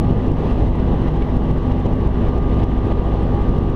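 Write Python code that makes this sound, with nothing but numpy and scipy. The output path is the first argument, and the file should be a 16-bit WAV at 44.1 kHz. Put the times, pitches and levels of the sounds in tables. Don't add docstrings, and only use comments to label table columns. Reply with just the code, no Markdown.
import sys
import numpy as np
from scipy import signal
from scipy.fft import rfft, irfft, next_fast_len
from scipy.io import wavfile
from scipy.ndimage import uniform_filter1d, map_coordinates

SR = 44100
rng = np.random.default_rng(int(sys.argv[2]) if len(sys.argv) > 2 else 0)


def to_linear_factor(level_db):
    exponent = np.asarray(level_db, float) / 20
    return 10 ** exponent


def wav_record(signal):
    frames = np.transpose(np.atleast_2d(signal))
    bounded = np.clip(frames, -1, 1)
    quanta = np.round(bounded * 32767).astype(np.int16)
    wavfile.write(sys.argv[1], SR, quanta)


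N = 165375

BLADE_HZ, FIRST_BLADE_S = 14.1417, .034
# time in seconds,
# push from -1 to 1, ducking of the recorder in dB.
THUDS = [(0, -0.29, 2), (0.111, -0.45, 1.5), (0.282, 0.69, 2.5), (0.319, -0.56, 3), (0.53, -0.15, 3),
         (0.688, -0.25, 3.5), (0.803, -0.45, 1), (0.945, -0.32, 2), (1.085, -0.23, 3.5),
         (1.227, -0.29, 2.5), (1.371, -0.37, 3.5), (1.514, -0.33, 2.5), (1.583, -0.27, 2),
         (1.722, -0.32, 3), (1.867, -0.22, 3), (1.936, -0.23, 2.5), (2.065, 0.42, 1), (2.075, -0.24, 3.5),
         (2.292, -0.32, 3.5), (2.387, 0.38, 3.5), (2.549, 0.12, 1), (2.640, -0.4, 5.5), (2.740, 0.32, 2.5),
         (2.852, 0.32, -0.5), (2.928, -0.049, 4), (2.998, -0.41, 2.5), (3.141, -0.12, 2), (3.233, 0.25, 2),
         (3.425, -0.15, 1.5), (3.495, -0.21, 2.5), (3.589, 0.49, 3), (.135, 0.17, 1), (.391, -.3, -0.5),
         (.625, 0.3, 1), (.641, 0.26, 0.5), (2.782, -0.32, 1), (3.348, -.25, 1), (3.56, -0.2, 0),
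         (3.632, -0.28, 1.5), (3.701, -0.31, 2)]


def unit(x):
    return x / np.sqrt(np.mean(x ** 2) + 1e-20)


def wobble(rate):
    knots = rng.standard_normal(int(N * rate / SR) + 4)
    return map_coordinates(knots, [np.arange(N) * rate / SR])


def shaft_time():
    # time in seconds, whine in Hz.
    whine = [(0, 1136), (.23, 1140), (.46, 1144.2), (.7, 1146.5), (.93, 1146.3), (1.16, 1143.1),
             (1.39, 1140.1), (1.86, 1137), (2.2, 1134.8), (2.55, 1134.4), (2.95, 1132.5), (3.4, 1135.2),
             (3.75, 1136.3)]
    nominal_hz = 1136
    seconds, whine_hz = np.transpose(whine)
    return np.cumsum(np.interp(np.arange(N) / SR, seconds, whine_hz)) / nominal_hz / SR


def orders(turns, which, levels_db, sway_db, wander, sway_hz, spread=1):
    total = 0
    for order, order_db in zip(which, levels_db):
        gain = np.sqrt(2) * to_linear_factor(order_db + sway_db * wobble(sway_hz))
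        cycles = order * turns + spread * rng.random() + wander * wobble(sway_hz)
        total = total + gain * np.cos(2 * np.pi * cycles)
    return total


def noise(spectrum, patchy_db):
    z = signal.stft(rng.standard_normal(N + 1024), nperseg=512)[2]
    patches = uniform_filter1d(rng.standard_normal(z.shape), size=6, axis=0)
    patches = uniform_filter1d(patches, size=10, axis=1)
    x = unit(signal.istft(z * to_linear_factor(patchy_db * unit(patches)), nperseg=512)[1][:N])
    m = next_fast_len(N + 8192)
    f, db = np.transpose(spectrum)
    log_hz = np.log(np.fft.rfftfreq(m, 1 / SR) + 1)
    colour_db = np.interp(log_hz, np.log(f + 1), db, left=-120, right=-120)
    return irfft(rfft(x, m) * to_linear_factor(colour_db), m)[:N] * np.sqrt(SR / 2)


def vent():
    # time in seconds, pitch in Hz, level in dB.
    vent_path = [(0, 13550, -97), (.3, 13850, -91), (.55, 13840, -87), (.68, 14000, -85), (.8, 14400, -96),
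                 (0.998, 14900, -91), (1.2, 14930, -100), (2.6, 14400, -100), (2.85, 14300, -89),
                 (3.1, 13950, -89), (3.3, 13700, -87), (3.45, 13500, -89), (3.6, 13050, -84),
                 (3.75, 13000, -88)]
    width_hz = 550
    t = np.arange(N) / SR
    seconds, pitch_hz, level_db = np.transpose(vent_path)
    phase = 2 * np.pi * np.cumsum(np.interp(t, seconds, pitch_hz) + 120 * wobble(8)) / SR
    whistle = wobble(width_hz) * np.cos(phase) + wobble(width_hz) * np.sin(phase)
    return to_linear_factor(np.interp(t, seconds, level_db) + 3.5 * wobble(14)) * unit(whistle)


def air(t):
    # frequency in Hz, density in dB per Hz.
    rumble_colour = [(14, -16), (24, -6), (38, 5.5), (74, -9), (125, -3.5), (240, -4.5), (300, -13.5),
                     (900, -27.5)]
    rush_colour = [(120, -28.5), (300, -10.5), (500, -15.5), (1000, -21.5), (1300, -33), (1500, -34),
                   (2050, -35), (2200, -53.5)]
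    hiss_colour = [(1400, -58), (2100, -41), (2500, -40), (2900, -37.5), (4200, -48.5), (4700, -54),
                   (6200, -59.5), (7200, -76)]
    fizz_colour = [(4000, -70.5), (6000, -61.5), (7200, -66), (10300, -68), (11000, -70.5), (14000, -73.5),
                   (15700, -79.5), (17000, -83.5)]
    # time in seconds, level in dB.
    airflow = [(0, 0), (.15, 0), (.3, 0.5), (.42, 2.5), (.52, 3.5), (.63, 2), (.72, 0.5), (1.1, 1.5),
               (1.4, 0.5), (1.7, 0.5), (2.1, 1.5), (2.5, 1.5), (2.9, 1.5), (3.3, 1), (3.75, 1)]
    # time in seconds, rise of the hiss in dB.
    slaps = [(.525, -1), (.756, 1), (.8, 4.5), (1.084, 5.5), (1.221, 4), (1.51, 3.5), (1.72, 4.5),
             (1.862, 4.5), (2.452, -2), (2.53, 3), (2.6, 3.5), (2.635, 4.5), (2.92, 3.5)]
    air_db, chop_db, slap_s = -42, 0.5, .007
    seconds = np.arange(N) / SR
    flow_db = np.interp(seconds, *np.transpose(airflow))
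    blade_db = chop_db * np.cos(2 * np.pi * BLADE_HZ * (t - FIRST_BLADE_S))
    swing_db = flow_db + blade_db + 0.27 * wobble(25)
    slap_db = sum(rise * np.exp(-((seconds - start) / slap_s) ** 2) for start, rise in slaps)
    rumble = noise(rumble_colour, patchy_db=0.76)
    rush = to_linear_factor(slap_db / 2) * noise(rush_colour, patchy_db=1.08)
    hiss = to_linear_factor(slap_db) * noise(hiss_colour, patchy_db=-0.65)
    fizz = noise(fizz_colour, patchy_db=0.5)
    return to_linear_factor(air_db) * (rumble + to_linear_factor(swing_db) * (rush + hiss + fizz))


def ping():
    start_s, ring_hz, peak_db, t60_s = 1.221, 2250, -34, .06
    since = np.clip(np.arange(N) / SR - start_s, 0, None)
    onset = 1 - np.exp(-since / .002)
    return to_linear_factor(peak_db - 60 * since / t60_s) * np.sin(2 * np.pi * ring_hz * since) * onset


def tail_rotor(t):
    tail_orders = [2, 4, 6, 9, 11, 12, 13, 22]
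    tail_db = [-27.5, -36, -26, -28.5, -38.5, -34.5, -49.5, -41.5]
    return orders(17.02 * t, tail_orders, tail_db, sway_db=1.3, wander=0.055, sway_hz=4)


def engine(t):
    engine_orders = [1, 3, 4, 5, 6]
    engine_db = [-29.5, -28, -37.5, -39.5, -51]
    return orders(84.15 * t, engine_orders, engine_db, sway_db=1.2, wander=.03, sway_hz=3)


def gearbox(t):
    gear_orders = [9, 11, 13, 31, 33, 35, 42, 44, 56, 78]
    gear_db = [-34.5, -34.5, -38.5, -44, -44.5, -62.5, -63, -64.5, -70.5, -64.5]
    load_share = [0.45, 1.3, 0.25, 0.58, 1.1, 1.2, 1, 1, 1, 0.9]
    # time in seconds, change of the mesh in dB.
    load = [
        (0, 0.5),
        (.3, -1.5),
        (.8, -4),
        (1.2, -4.5),
        (1.7, -2),
        (2.1, 0),
        (2.4, 2.5),
        (2.9, 2),
        (3.3, 1.5),
        (3.75, 1.5),
    ]
    belt_hz, belt_slip_s = 4.1, 9e-5
    meshed = 36.643 * (t + belt_slip_s * np.sin(2 * np.pi * belt_hz * t))
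    load_db = np.interp(t, *np.transpose(load))
    levels_db = [order_db + share * load_db for order_db, share in zip(gear_db, load_share)]
    gears = orders(meshed, gear_orders, levels_db, sway_db=.9, wander=.03, sway_hz=6, spread=.15)
    rattle = orders(meshed, [22.1], [-44], sway_db=4.5, wander=.2, sway_hz=16)
    return gears + rattle


def thuds():
    half_width_s = 0.0019
    t = np.arange(N) / SR
    total = np.zeros(N)
    for start, push, _ in THUDS:
        u = (t - start) / half_width_s
        total += push * (1 - 0.49 * u ** 2) * np.exp(-u ** 2 / 2)
    return total


def main_rotor(t):
    blade_orders = [1, 2, 3, 4]
    blade_db = [-28.5, -31, -38, -21.5]
    # time in seconds, change of the highest blade order in dB.
    effort = [
        (0, -4),
        (.4, -4),
        (.65, 2.5),
        (1, -4),
        (1.4, 0),
        (1.9, 0),
        (2.1, 2),
        (2.6, 2),
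        (3.3, 1.5),
        (3.75, -0.5),
    ]
    turns = BLADE_HZ * (t - FIRST_BLADE_S)
    effort_db = np.interp(t, *np.transpose(effort))
    total = 0
    for order, order_db in zip(blade_orders, blade_db):
        swayed_db = order_db + effort_db * order / max(blade_orders) + 0.8 * wobble(3.4)
        total = total + np.sqrt(2) * to_linear_factor(swayed_db) * np.cos(2 * np.pi * order * turns)
    return -total


def scene():
    t = shaft_time()
    drivetrain = tail_rotor(t) + engine(t) + gearbox(t)
    return (vent() + air(t) + ping() + drivetrain + thuds() + main_rotor(t))[None]


def clock_leak(t):
    # frequency in Hz, rms level in dB.
    leaks = [(12000, -94), (13000, -95), (15000, -98)]
    return sum(np.sqrt(2) * to_linear_factor(tone_db) * np.sin(2 * np.pi * tone_hz * t) for tone_hz, tone_db in leaks)


def chatter(t):
    # time in seconds, peak level in dB.
    bursts = [(0.05, -56), (0.1087, -54), (0.1331, -52.5), (0.1765, -54.5), (0.2645, -52), (0.2787, -49),
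              (0.3167, -47), (0.3894, -57), (0.5058, -54), (0.5292, -52), (0.6235, -49.5), (0.6394, -53),
              (0.6683, -53), (0.6908, -53), (0.756, -50), (0.9413, -52), (1.0144, -52), (1.0855, -51),
              (1.1124, -53), (1.1628, -53.5), (1.1807, -56), (1.2256, -53), (1.3678, -51), (1.4384, -52.5),
              (1.5125, -52), (1.5324, -51), (1.5808, -51), (1.6287, -57.5), (1.6723, -51), (1.721, -52),
              (1.7994, -53.5), (1.8647, -49), (1.888, -56), (1.9325, -48), (1.954, -56), (2.0732, -51),
              (2.2627, -51), (2.2875, -50.5), (2.378, -49), (2.3846, -53), (2.4259, -54), (2.5406, -52.5),
              (2.5932, -52), (2.6384, -48.5), (2.7367, -49), (2.7806, -54), (2.8529, -54), (2.8724, -51.5),
              (2.924, -52), (2.9953, -48.5), (3.0375, -52.5), (3.1378, -52), (3.2296, -49.5), (3.3468, -50),
              (3.4227, -51), (3.492, -48.5), (3.5822, -50), (3.6301, -53), (3.7, -52)]
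    # frequency in Hz, density in dB per Hz.
    burst_colour = [(1500, -30), (3000, 0), (4500, 2), (7000, 0), (10500, -6), (13000, -12), (16000, -24)]
    lag_s, rise_s, fall_s = .002, 0.0016, .0007
    shape = np.zeros(N)
    for start, peak_db in bursts:
        since = t - start - lag_s
        shape += to_linear_factor(peak_db) * np.exp(-(since / np.where(t < start + lag_s, rise_s, fall_s)) ** 2)
    return to_linear_factor(-4) * shape * unit(noise(burst_colour, patchy_db=3))


def gain_control(dry, t):
    duck_s, recover_s, rest_db = .002, 0.12, 1.5
    tick_s, tick_scatter = .0004, .7
    stepped = .42
    hunt_db, near = .045, .42
    count = int(N / SR / tick_s) + 2
    ticks = (np.arange(count) - 1 + tick_scatter * rng.random(count)) * tick_s
    wanted_db = np.full(count, rest_db)
    for start, _, duck_db in THUDS:
        since = ticks - start + duck_s / 2
        wanted_db -= duck_db * np.clip(since / duck_s, 0, 1) * np.exp(-np.clip(since, 0, None) / recover_s)
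    smooth_db = np.interp(t, ticks, wanted_db)
    tall = np.interp(ticks, t, np.abs(dry[0]) * to_linear_factor(smooth_db)) / near
    hunting_db = hunt_db * np.tanh(tall ** 3) * rng.standard_normal(count)
    last = np.searchsorted(ticks, t) - 1
    gain_db = smooth_db + stepped * (wanted_db[last] - smooth_db) + hunting_db[last]
    return smooth_db, uniform_filter1d(gain_db, size=3)


def soft_overload(dry, smooth_db):
    headroom, knee = .85, 4
    return dry / (1 + np.abs(dry * to_linear_factor(smooth_db) / headroom) ** knee) ** (1 / knee)


def roll_off(x):
    return signal.sosfilt(signal.butter(12, 15720, fs=SR, output="sos"), x)


def record(dry):
    t = np.arange(N) / SR
    smooth_db, gain_db = gain_control(dry, t)
    rounded = soft_overload(dry, smooth_db)
    return roll_off(rounded * to_linear_factor(gain_db) + clock_leak(t) + chatter(t))


dry = scene()
out = record(dry)
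wav_record(out)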